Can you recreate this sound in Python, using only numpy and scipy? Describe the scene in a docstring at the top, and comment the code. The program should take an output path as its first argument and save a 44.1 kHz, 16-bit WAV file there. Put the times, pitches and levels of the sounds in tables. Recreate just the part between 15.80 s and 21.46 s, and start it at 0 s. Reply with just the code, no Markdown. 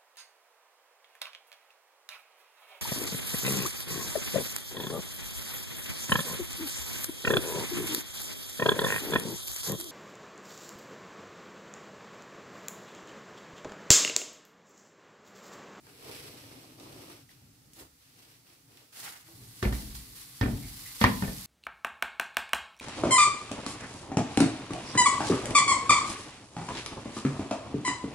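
"""Dry wood chips scrape over a basement floor: one long push, light strokes and two quick sweeps.
The blade judders and grinds; the chips hiss, crackle and snap among soft footfalls.
Then a bright rustle grows close by, and three heavy thumps with smaller after-knocks ring the modes
of wooden boards, which also rattle and creak. The low stone room rumbles, and booms in answer."""
import sys
import numpy as np
from scipy import signal
from scipy.fft import rfft, irfft, next_fast_len
from scipy.io import wavfile
from scipy.ndimage import uniform_filter1d, map_coordinates

SR = 44100
rng = np.random.default_rng(int(sys.argv[2]) if len(sys.argv) > 2 else 0)


def pcm_store(signal):
    """Save signal as 16-bit PCM."""
    levels = np.round(np.clip(np.atleast_2d(signal), -1, 1) * 32767)
    wavfile.write(sys.argv[1], SR, levels.astype(np.int16).T)


N = 249606
FLOOR_LAG_S = 0.011  # in a sweep the blade meets the floor just after the chips

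# Blows on the boards. Each row: start in seconds, force in dB, hardness in dB per octave,
# weight in dB, place from 0 (mid-span) to 1 (near a support).
BOARD_BLOWS = [(3.827, -30.5, 2, -35, 0.93), (3.856, -27, -3, -25.5, 0.37),
               (3.925, -38.5, 1.4, -33.5, 0.084), (4.612, -27, 1, -24.5, 0.81),
               (4.659, -27, -2.5, -31.5, 0.58), (4.732, -42, -5, -32, 0.81), (5.213, -26.5, 3, -40, 0.89),
               (5.24, -20.5, 2, -24.5, 0.85), (5.423, -27, -1, -40, 0.82), (5.479, -36, -1, -45, 0.32)]


def amp(db):
    """Decibels to gain."""
    return 10 ** (np.asarray(db) / 20)


def unit(x):
    """Scaled to rms 1."""
    return x / np.sqrt(np.mean(x ** 2) + 1e-20)


def along(points, hz):
    """(Hz, value) points read on a log axis."""
    point_hz, values = np.transpose(points)
    return np.interp(np.log(hz + 1), np.log(point_hz + 1), values)


def curve(rows):
    """One value per sample from (s, value) rows."""
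    return np.interp(np.arange(N) / SR, *np.transpose(rows))


def gains(rows):
    """One gain per sample for each dB column, fading to silence outside the rows."""
    times_s, *columns_db = np.transpose(rows)
    t = np.arange(N) / SR
    fade = np.clip(1 + np.minimum(t - times_s[0], times_s[-1] - t) / 0.024, 0, 1)
    return [fade * amp(np.interp(t, times_s, db)) for db in columns_db]


def swell(start_s, rise_s, hold_s, fall_db_per_s, shape=1):
    """Gain of one gesture: it rises to 1, holds, then dies away."""
    t = np.arange(N) / SR - start_s
    return np.clip(t / rise_s, 0, 1) ** shape * amp(-fall_db_per_s * np.maximum(t - rise_s - hold_s, 0))


def wobble(knots_per_s):
    """A smooth random curve."""
    knots = rng.standard_normal(int(N * knots_per_s / SR) + 4)
    return map_coordinates(knots, [np.arange(N) * knots_per_s / SR])


def filtered(x, response):
    """x times a response of frequency."""
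    n = x.shape[-1]
    size = next_fast_len(n + SR // 4)
    return irfft(rfft(x, size) * response(np.fft.rfftfreq(size, 1 / SR)), size)[..., :n]


def band(x, lo_hz, hi_hz, order=2):
    """Causal band-pass."""
    edges_hz = np.clip([lo_hz, hi_hz], 10, [SR / 2 - 2000, SR / 2 - 1000])
    return signal.sosfilt(signal.butter(order, edges_hz, "band", fs=SR, output="sos"), x)


def balance(points, hz):
    """Left and right gains from (Hz, left minus right dB) points."""
    return amp(np.outer([.5, -.5], along(points, hz)))


def paired(x):
    """Two unrelated signals become left and right: alike in the bass, apart in the treble."""
    # Each row: frequency in Hz, left-right correlation.
    likeness = [(100, 0.96), (250, 0.92), (500, 0.46), (1000, -0.17), (2000, 0.088), (5000, -0.0072),
                (15000, 0.04)]
    turn = lambda hz: np.arccos(np.clip(along(likeness, hz), -1, 1)) / 2
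    mid, side = filtered(x, lambda hz: np.array([np.cos(turn(hz)), np.sin(turn(hz))]))
    return np.array([mid + side, mid - side])


def coloured(x, spectrum):
    """A stereo sound of rms 1 with the given spectrum."""
    return unit(paired(filtered(x, lambda hz: amp(along(spectrum, hz)))))


def dying_noise(decays, size):
    """Stereo noise in which each frequency dies at its own speed."""
    hz, t, bins = signal.stft(paired(rng.standard_normal((2, size))), SR, nperseg=256)
    decay = amp(-60 * t / along(decays, hz)[:, None])
    return signal.istft(bins * decay, SR, nperseg=256)[1][:, :size]


def add(track, start_s, sound):
    """Mixes a sound into the track."""
    span = track[:, max(round(start_s * SR), 0):][:, :sound.shape[-1]]
    span += sound[..., :span.shape[-1]]


def grains(spectrum, per_s, clump_db, blur=1.0):
    """Tiny slips of uneven size, in clumps, over the blur of countless smaller ones."""
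    slips = (rng.random(N) < per_s / SR) * rng.standard_normal((2, N))
    contacts = unit(slips) + blur * rng.standard_normal((2, N))
    return coloured(contacts * amp(clump_db * wobble(70)), spectrum)


def crackle(per_s, spread_db):
    """Sparse tiny fractures of very uneven size, rms 1."""
    sizes = (rng.random(N) < per_s / SR) * amp(spread_db * np.minimum(rng.exponential(size=N), 3))
    decay = np.exp(-np.arange(SR // 500) / (SR * .0004))
    burst = decay * rng.standard_normal((2, len(decay)))
    fractures = signal.fftconvolve(sizes[None], burst, axes=1)[:, :N]
    return unit(band(fractures, 2500, 21000, order=1))


def room_noise():
    """An uneven low rumble of the room that booms after each blow, and a faint even hiss."""
    # Each row: time in seconds, relative level in dB.
    rumble_levels = [(0.0, -63), (0.57, -57.5), (2.45, -70), (3.15, -68), (3.78, -61)]
    # Each row of both: frequency in Hz, relative density in dB.
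    rumble_spectrum = [(18, -36), (30, -8), (81, -9), (114, 4.5), (162, -2), (219, -13), (271, -1),
                       (353, -13), (392, -13.5), (531, -24), (700, -20), (910, -18), (1540, -120)]
    hiss_spectrum = [(290, -47), (500, 1.5), (553, -43), (586, -13), (1370, -4.5), (1450, -6.5),
                     (3480, -7.5), (4640, -5), (15500, -8.5)]
    booms = [amp(weight_db - 20) * swell(start_s, rise_s=0.097, hold_s=0, fall_db_per_s=86)
             for start_s, _, _, weight_db, _ in BOARD_BLOWS]
    level = np.linalg.norm([amp(curve(rumble_levels) - 1)] + booms, axis=0)
    uneven = amp(2.5 * wobble(9))
    rumble = coloured(rng.standard_normal((2, N)) * uneven, rumble_spectrum)
    hiss = coloured(rng.standard_normal((2, N)), hiss_spectrum)
    return amp(3.5) * level * rumble + amp(-63.5) * hiss


def cellar_echo(x):
    """The answer of the stone walls: even in colour, a few milliseconds late."""
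    # Each row: frequency in Hz, t60 in seconds.
    wall_decays = [(60, 1), (110, 0.6), (250, 0.3), (600, 0.39), (2000, 0.26), (6000, 0.58), (14000, 0.21)]
    spectrum = rfft(dying_noise(wall_decays, size=SR))
    power = uniform_filter1d(np.mean(np.abs(spectrum) ** 2, axis=0), size=14)
    tail = irfft(spectrum / np.sqrt(np.abs(power) + 1e-12))[:, :SR * 3 // 4]
    return signal.fftconvolve(x, np.pad(tail, ((0, 0), (SR // 128, 0))), axes=1)[:, :N]


def footfalls():
    """Soft soles press on the chip bed: a dull, short swell around one pitch."""
    # Each row: start in seconds, relative level in dB, pitch in Hz.
    steps = [(0.072, -51, 407), (0.743, -44, 282), (1.614, -44, 106), (2.005, -48, 69.5), (3.481, -47, 333),
             (3.613, -39, 119)]
    out, t = np.zeros((2, N)), np.arange(SR // 4) / SR
    for start_s, db, hz in steps:
        scuff = unit(band(rng.standard_normal(len(t)), hz / 2, hz * 2))
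        press = amp(db - 4 - 60 * t / .14) * (1 - np.exp(-t / .005))
        add(out, start_s, press * (np.sin(2 * np.pi * hz * t) + 0.59 * scuff))
    return out


def creaks():
    """Under a shifting weight, wood rubs on wood in uneven slips that ring one narrow resonance."""
    # Each row: start in seconds, length in seconds, relative level in dB, pitch in Hz.
    shifts = [(4.809, 0.072, -53, 2180), (5.032, .08, -51, 2050)]
    out, slips_per_s = np.zeros((2, N)), 300
    for start_s, length_s, db, hz in shifts:
        size = int(length_s * SR)
        slips = (rng.random(size) < slips_per_s / SR) * rng.normal(1, 0.5, (2, size))
        resonance = unit(band(slips, hz - 90, hz + 90, order=1))
        add(out, start_s, amp(db - 2.5) * np.hanning(size) * resonance)
    return out


def chip_snaps():
    """A chip breaks: a very short, broad click and a brief splintering around one pitch."""
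    # Each row: start in seconds, relative level in dB, pitch in Hz.
    breaks = [(0.068, -42.5, 1050), (0.314, -36.5, 2420), (0.7109, -49, 2580), (0.999, -40.5, 3203),
              (1.299, -41.5, 1150), (1.934, -42.5, 7560), (2.5466, -58, 4400), (2.9723, -44.5, 2630),
              (3.128, -47.5, 1392), (3.2014, -34, 4900), (3.232, -37, 4400), (5.5825, -32.5, 5880)]
    out, t = np.zeros((2, N)), np.arange(SR // 20) / SR
    burst = lambda t60_s: rng.standard_normal((2, len(t))) * amp(-60 * t / t60_s)
    for start_s, db, hz in breaks:
        click = band(burst(t60_s=.004), 2200, 15000, order=1)
        splinter = band(burst(t60_s=0.054), hz / np.sqrt(2), hz * np.sqrt(2), order=1)
        add(out, start_s, amp(db + 2) * click / np.abs(click).max())
        add(out, start_s, amp(db - 2) * splinter / np.abs(splinter).max())
    return out


def rustle():
    """A fine, bright rubbing draws nearer and surges as it quickens, with sparse crackles."""
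    # Each row: time in seconds, relative level in dB.
    approach = [(3.47, -60.5), (3.82, -54), (3.99, -50.5), (4.41, -55.5), (4.72, -51.5), (4.9, -50),
                (5.36, -46), (5.66, -47.5)]
    # Each row: start in seconds, hold in seconds, relative level in dB.
    quickenings = [(3.819, 0.037, -49.5), (3.921, 0.075, -51.5), (4.144, 0.018, -50), (4.35, 0.077, -53),
                   (5.056, 0.014, -54), (5.202, 0.011, -40.5)]
    # Each row: frequency in Hz, relative density in dB.
    fizz_spectrum = [(290, -47), (500, -6), (561, -35), (792, -6.5), (982, -8), (1100, -2.5), (1350, -8),
                     (1770, -4.5), (2010, -3), (2200, -5.5), (3060, -4), (4310, -0.5), (6550, -4),
                     (12000, -1), (15500, -7)]
    surges = [amp(db) * swell(start_s, rise_s=0.006, hold_s=hold_s, fall_db_per_s=207)
              for start_s, hold_s, db in quickenings]
    level = np.linalg.norm([amp(-1) * gains(approach)[0]] + surges, axis=0)
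    crackles = amp(-14) * crackle(per_s=70, spread_db=3.5)
    fizz = grains(fizz_spectrum, per_s=4000, clump_db=0.77, blur=1.27)
    return amp(4.5) * level * (fizz + crackles)


def sweep_gains(lag_s):
    """Gains of spray, rasp and blade drone over all sweeps."""
    # Each row: start in seconds, rise in seconds, fall in dB per second,
    # then relative levels of spray, rasp and drone in dB.
    gestures = [(1.945, 0.064, 263, -48, -57, -50.5), (3.119, 0.11, 81, -42.5, -51, -72),
                (3.239, 0.012, 143, -50.5, -48.5, -74)]
    return sum(np.outer(amp(levels_db), swell(start_s + lag_s, rise_s, 0, fall_db_per_s, shape=0.66))
               for start_s, rise_s, fall_db_per_s, *levels_db in gestures)


def sweeps():
    """A quick stroke sprays loose chips and rasps on the floor beneath."""
    # Each row of both: frequency in Hz, relative density in dB.
    rasp_spectrum = [(300, -20), (560, -16), (780, 3.5), (1050, 0.5), (1420, 4), (1700, 2), (2070, 4),
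                     (2450, -2), (2800, -0.5), (3600, -9.5), (5000, -13), (9000, -50)]
    spray_spectrum = [(1500, -10), (3300, -6), (4600, -5), (6500, -7), (8500, -5.5), (13000, -7.5),
                      (15500, -8)]
    rasp = sweep_gains(FLOOR_LAG_S)[1] * grains(rasp_spectrum, per_s=2300, clump_db=2.25, blur=0.8)
    spray = sweep_gains(0)[0] * grains(spray_spectrum, per_s=6000, clump_db=1.7)
    return rasp + amp(-1) * spray


def blade_gains():
    """Gains of blade drone and chip hiss in the push and light strokes; sweeps add to the drone."""
    # Each row: time in seconds, relative levels of drone and hiss in dB.
    long_push = [(0.1, -74, -71), (0.144, -69, -66), (0.296, -46.5, -52.5), (0.314, -51.5, -51.5),
                 (0.69, -59.5, -60.5), (0.732, -54.5, -59), (0.97, -63.5, -65), (1.008, -52.5, -61),
                 (1.312, -52.5, -57), (1.406, -61.5, -63.5), (1.46, -104, -76)]
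    # Each row: start in seconds, length in seconds, relative levels of hiss and drone in dB.
    light_strokes = [(0.021, 0.037, -64.5, -64), (1.474, .03, -62, -73), (1.575, 0.32, -78.5, -88),
                     (2.174, 0.17, -68.5, -91), (2.352, 0.19, -65, -68.5), (2.64, 0.11, -66, -65.5),
                     (2.873, 0.17, -67, -64.5)]
    push_drone, push_hiss = gains(long_push)
    drone = amp(2) * push_drone + sweep_gains(FLOOR_LAG_S)[2]
    hiss = amp(0.84) * push_hiss
    rise_s = 0.038
    for start_s, length_s, hiss_db, drone_db in light_strokes:
        stroke = swell(start_s, rise_s, max(length_s - rise_s, 0), fall_db_per_s=158)
        drone += amp(drone_db) * stroke
        hiss += amp(hiss_db) * stroke
    return drone, hiss


def scrape():
    """The blade judders over the floor while the chips ahead of it rub, hiss and crackle."""
    # The judder follows the pressure on the blade. 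Each row: time in seconds, pitch in Hz.
    judder_pitch = [(0, 420), (.33, 450.5), (.47, 430), (.62, 289.6), (.85, 279.8), (1.08, 346.4),
                    (1.3, 319), (2, 282.5), (3.1, 340.7)]
    # Each row of both: frequency in Hz, relative density in dB.
    blade_spectrum = [(130, -15), (250, 7.5), (450, 6.5), (600, 4), (900, 0.5), (1300, -2.5), (2000, -32),
                      (4000, -58)]
    chip_spectrum = [(500, -7.5), (1000, -5.5), (1600, -4), (2500, 0.5), (3600, -2), (5600, -2.5),
                     (6900, -11), (8000, -3.5), (9500, -9), (11700, -6.5), (13200, -11.5), (15500, -10.5)]
    # The chips lie low and to one side. Each row: frequency in Hz, left minus right in dB.
    chip_balance = [(1000, 10.5), (2500, -1), (8000, 1), (9800, 2), (12000, 7), (15000, 0)]
    # The hiss brightens as the blade moves on. Each row: time in seconds, frequency ratio.
    hiss_glide = [(0, 0.95), (.4, 1.005), (1.15, 1.026), (2.3, 1.06), (3.1, 0.97)]
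    drone_gain, hiss_gain = blade_gains()
    phase = 2 * np.pi * np.cumsum(curve(judder_pitch)) / SR
    # stick and slip keep only a loose pitch
    judder = unit(wobble(110) * np.sin(phase) + wobble(110) * np.cos(phase))
    grinding = grains(blade_spectrum, per_s=400, clump_db=1.5)
    rubbing = grains(chip_spectrum, per_s=5000, clump_db=0.98)
    rubbing = filtered(rubbing, lambda hz: balance(chip_balance, hz))
    read_index = np.cumsum(curve(hiss_glide))
    rubbing = np.array([map_coordinates(side, [read_index], mode="mirror") for side in rubbing])
    rubbing += amp(-18) * crackle(per_s=60, spread_db=3)
    return drone_gain * (amp(-7.5) * judder + amp(-3.5) * grinding) + amp(4) * hiss_gain * rubbing


def registers_db(force_db, hardness):
    """Levels of body, knock, clack and crack: a harder contact favours the higher ones."""
    # Each row: octaves above the body, level relative to the force in dB.
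    registers = [(0, 0.5), (2, -5), (3, -16), (4, -22)]
    octaves, offset_db = np.transpose(registers)
    return force_db + offset_db + hardness * octaves


def rattles(count=2, delay_s=.016, gap_s=.009, pitch_hz=2344, t60_s=0.019):
    """The quick clacks of a loose board after each blow, as rows for board_chatter."""
    detunes = 1 + 0.04 * rng.standard_normal((len(BOARD_BLOWS), count))
    clacks = []
    for (start_s, force_db, hardness, _, _), ratios in zip(BOARD_BLOWS, detunes):
        db = registers_db(force_db, hardness)[2] + 7
        clacks += [(start_s + delay_s + k * gap_s, db, pitch_hz * ratios[k], t60_s) for k in range(count)]
    return clacks


def board_chatter():
    """Loose boards are knocked into rocking, each with one short, hollow note."""
    # Each row: start in seconds, relative level in dB, pitch in Hz, t60 in seconds.
    rockings = [(1.492, -49.5, 1960, .014), (3.829, -29, 367.5, 0.13), (3.852, -28.5, 2160, .018),
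                (4.631, -23, 283, 0.077), (4.685, -26, 227.3, 0.18), (5.215, -18, 215, 0.071),
                (5.241, -3.5, 998, 0.014), (5.248, -9, 1885, 0.013), (5.253, -29, 249.8, 0.27),
                (5.426, -24, 197.5, 0.071), (5.427, -30, 138, 0.18)]
    out, t = np.zeros((2, N)), np.arange(SR // 3) / SR
    for start_s, db, hz, t60_s in rockings + rattles():
        lag_rad = np.array([[.5], [-.5]]) * min(hz / 750, 1.6)
        envelope = amp(db + 5 - 60 * t / t60_s) * (1 - np.exp(-t * hz))
        add(out, start_s, envelope * np.sin(2 * np.pi * hz * t + lag_rad))
    return out


def thumps():
    """Each blow heaves the floor and rings the boards; harder contacts reach the higher modes."""
    # Each row: frequency in Hz, relative level in dB, t60 in seconds.
    board_modes = [(53, -4, 0.26), (61.4, -2, 0.18), (100.8, -7, 0.32), (113.5, 5, 0.11),
                   (188.3, -0.5, 0.38), (209.6, 2.5, 0.29), (230.3, 2.5, 0.19), (257.9, -3.5, 0.35),
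                   (304.4, -13.5, 0.5), (373.2, -8, 0.25), (447, -8.5, 0.23), (646, -21, 0.069),
                   (664, -5.5, 0.5), (768, -1.5, 0.29), (890, -3.5, 0.33), (946, 8, 0.04),
                   (1093, 6.5, 0.023), (1157, -7, .16), (1532, -1, 0.099), (1788, 11.5, 0.1),
                   (1813, 24, 0.041), (2060, -9, 0.29), (2022, 13.5, 0.31), (2440, -1, 0.05),
                   (2740, -3, 0.16), (3434, -8.5, 0.046), (3787, -12, 0.082), (4350, -10, 0.06)]
    # Each row: frequency in Hz, t60 in seconds.
    clatter_decays = [(200, 0.31), (1000, 0.18), (3000, 0.23), (9000, 0.029)]
    out, t = np.zeros((2, N)), np.arange(SR // 2) / SR
    hz, level_db, t60_s = np.transpose(board_modes)[:, :, None]
    unit_attack = lambda x: x / np.sqrt(np.mean(x[:, :SR // 32] ** 2))
    for start_s, force_db, hardness, weight_db, place in BOARD_BLOWS:
        body_db, knock_db, clack_db, crack_db = registers_db(force_db, hardness)
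        # short waves reach left and right out of step
        lag_rad = rng.standard_normal((2, len(hz), 1)) * np.minimum(hz / 1200, 1.3)
        load_detune = 1 + .014 * rng.standard_normal(hz.shape)
        envelopes = amp(level_db + 2 * rng.standard_normal(hz.shape) - 60 * t / t60_s)
        modes = -envelopes * np.sin(2 * np.pi * hz * load_detune * t + lag_rad)
        clatter = dying_noise(clatter_decays, size=len(t)) * (1 + np.exp(-t / 0.0024))

        def ring(lo_hz, hi_hz):
            return unit_attack(modes[:, (hz[:, 0] > lo_hz) & (hz[:, 0] <= hi_hz)].sum(axis=1))

        def wood(lo_hz, hi_hz, rough):
            noise = unit_attack(band(clatter, lo_hz, hi_hz, order=4))
            return unit_attack(ring(lo_hz, hi_hz) + rough * noise)

        # mid-span the floor heaves, near a support it thuds
        heave = amp(weight_db + 3.5) * np.cos(place * np.pi / 2) * ring(0, 80)
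        thud = amp(weight_db - 2.5) * np.sin(place * np.pi / 2) * ring(80, 150)
        body = amp(body_db - 4) * wood(100, 653, rough=0.44)
        knock = amp(knock_db - 5) * wood(498, 1790, rough=1.2)
        clack = amp(clack_db) * wood(1420, 3300, rough=1)
        crack = amp(crack_db) * wood(2850, 6100, rough=1.65)
        add(out, start_s, heave + thud + body + knock + clack + crack)
    return out


def scene():
    """All sources in the cellar; the blows and small sounds echo."""
    blows = thumps() + board_chatter()
    small = chip_snaps() + footfalls() + creaks()
    echo = cellar_echo(amp(-8.5) * blows + amp(-1) * small)
    return blows + small + echo + scrape() + sweeps() + rustle() + room_noise()


def record(dry):
    """The microphone sheds deep bass and the top treble; each of its two ports has its own colour."""
    # Each row: frequency in Hz, left minus right in dB.
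    port_balance = [(60, -1), (200, 2.2), (500, 0), (1100, -3), (2000, -2.5), (2900, 2), (4500, -7.5),
                    (6500, -2.5), (8000, -6.5), (9500, 7), (11500, 3), (15000, -1.5)]
    low_cut_hz, top_hz = 40, 15650
    thinned = signal.sosfilt(signal.butter(5, low_cut_hz, "high", fs=SR, output="sos"), dry)
    return filtered(thinned, lambda hz: balance(port_balance, hz) * (hz < top_hz))


dry = scene()
out = record(dry)
pcm_store(out)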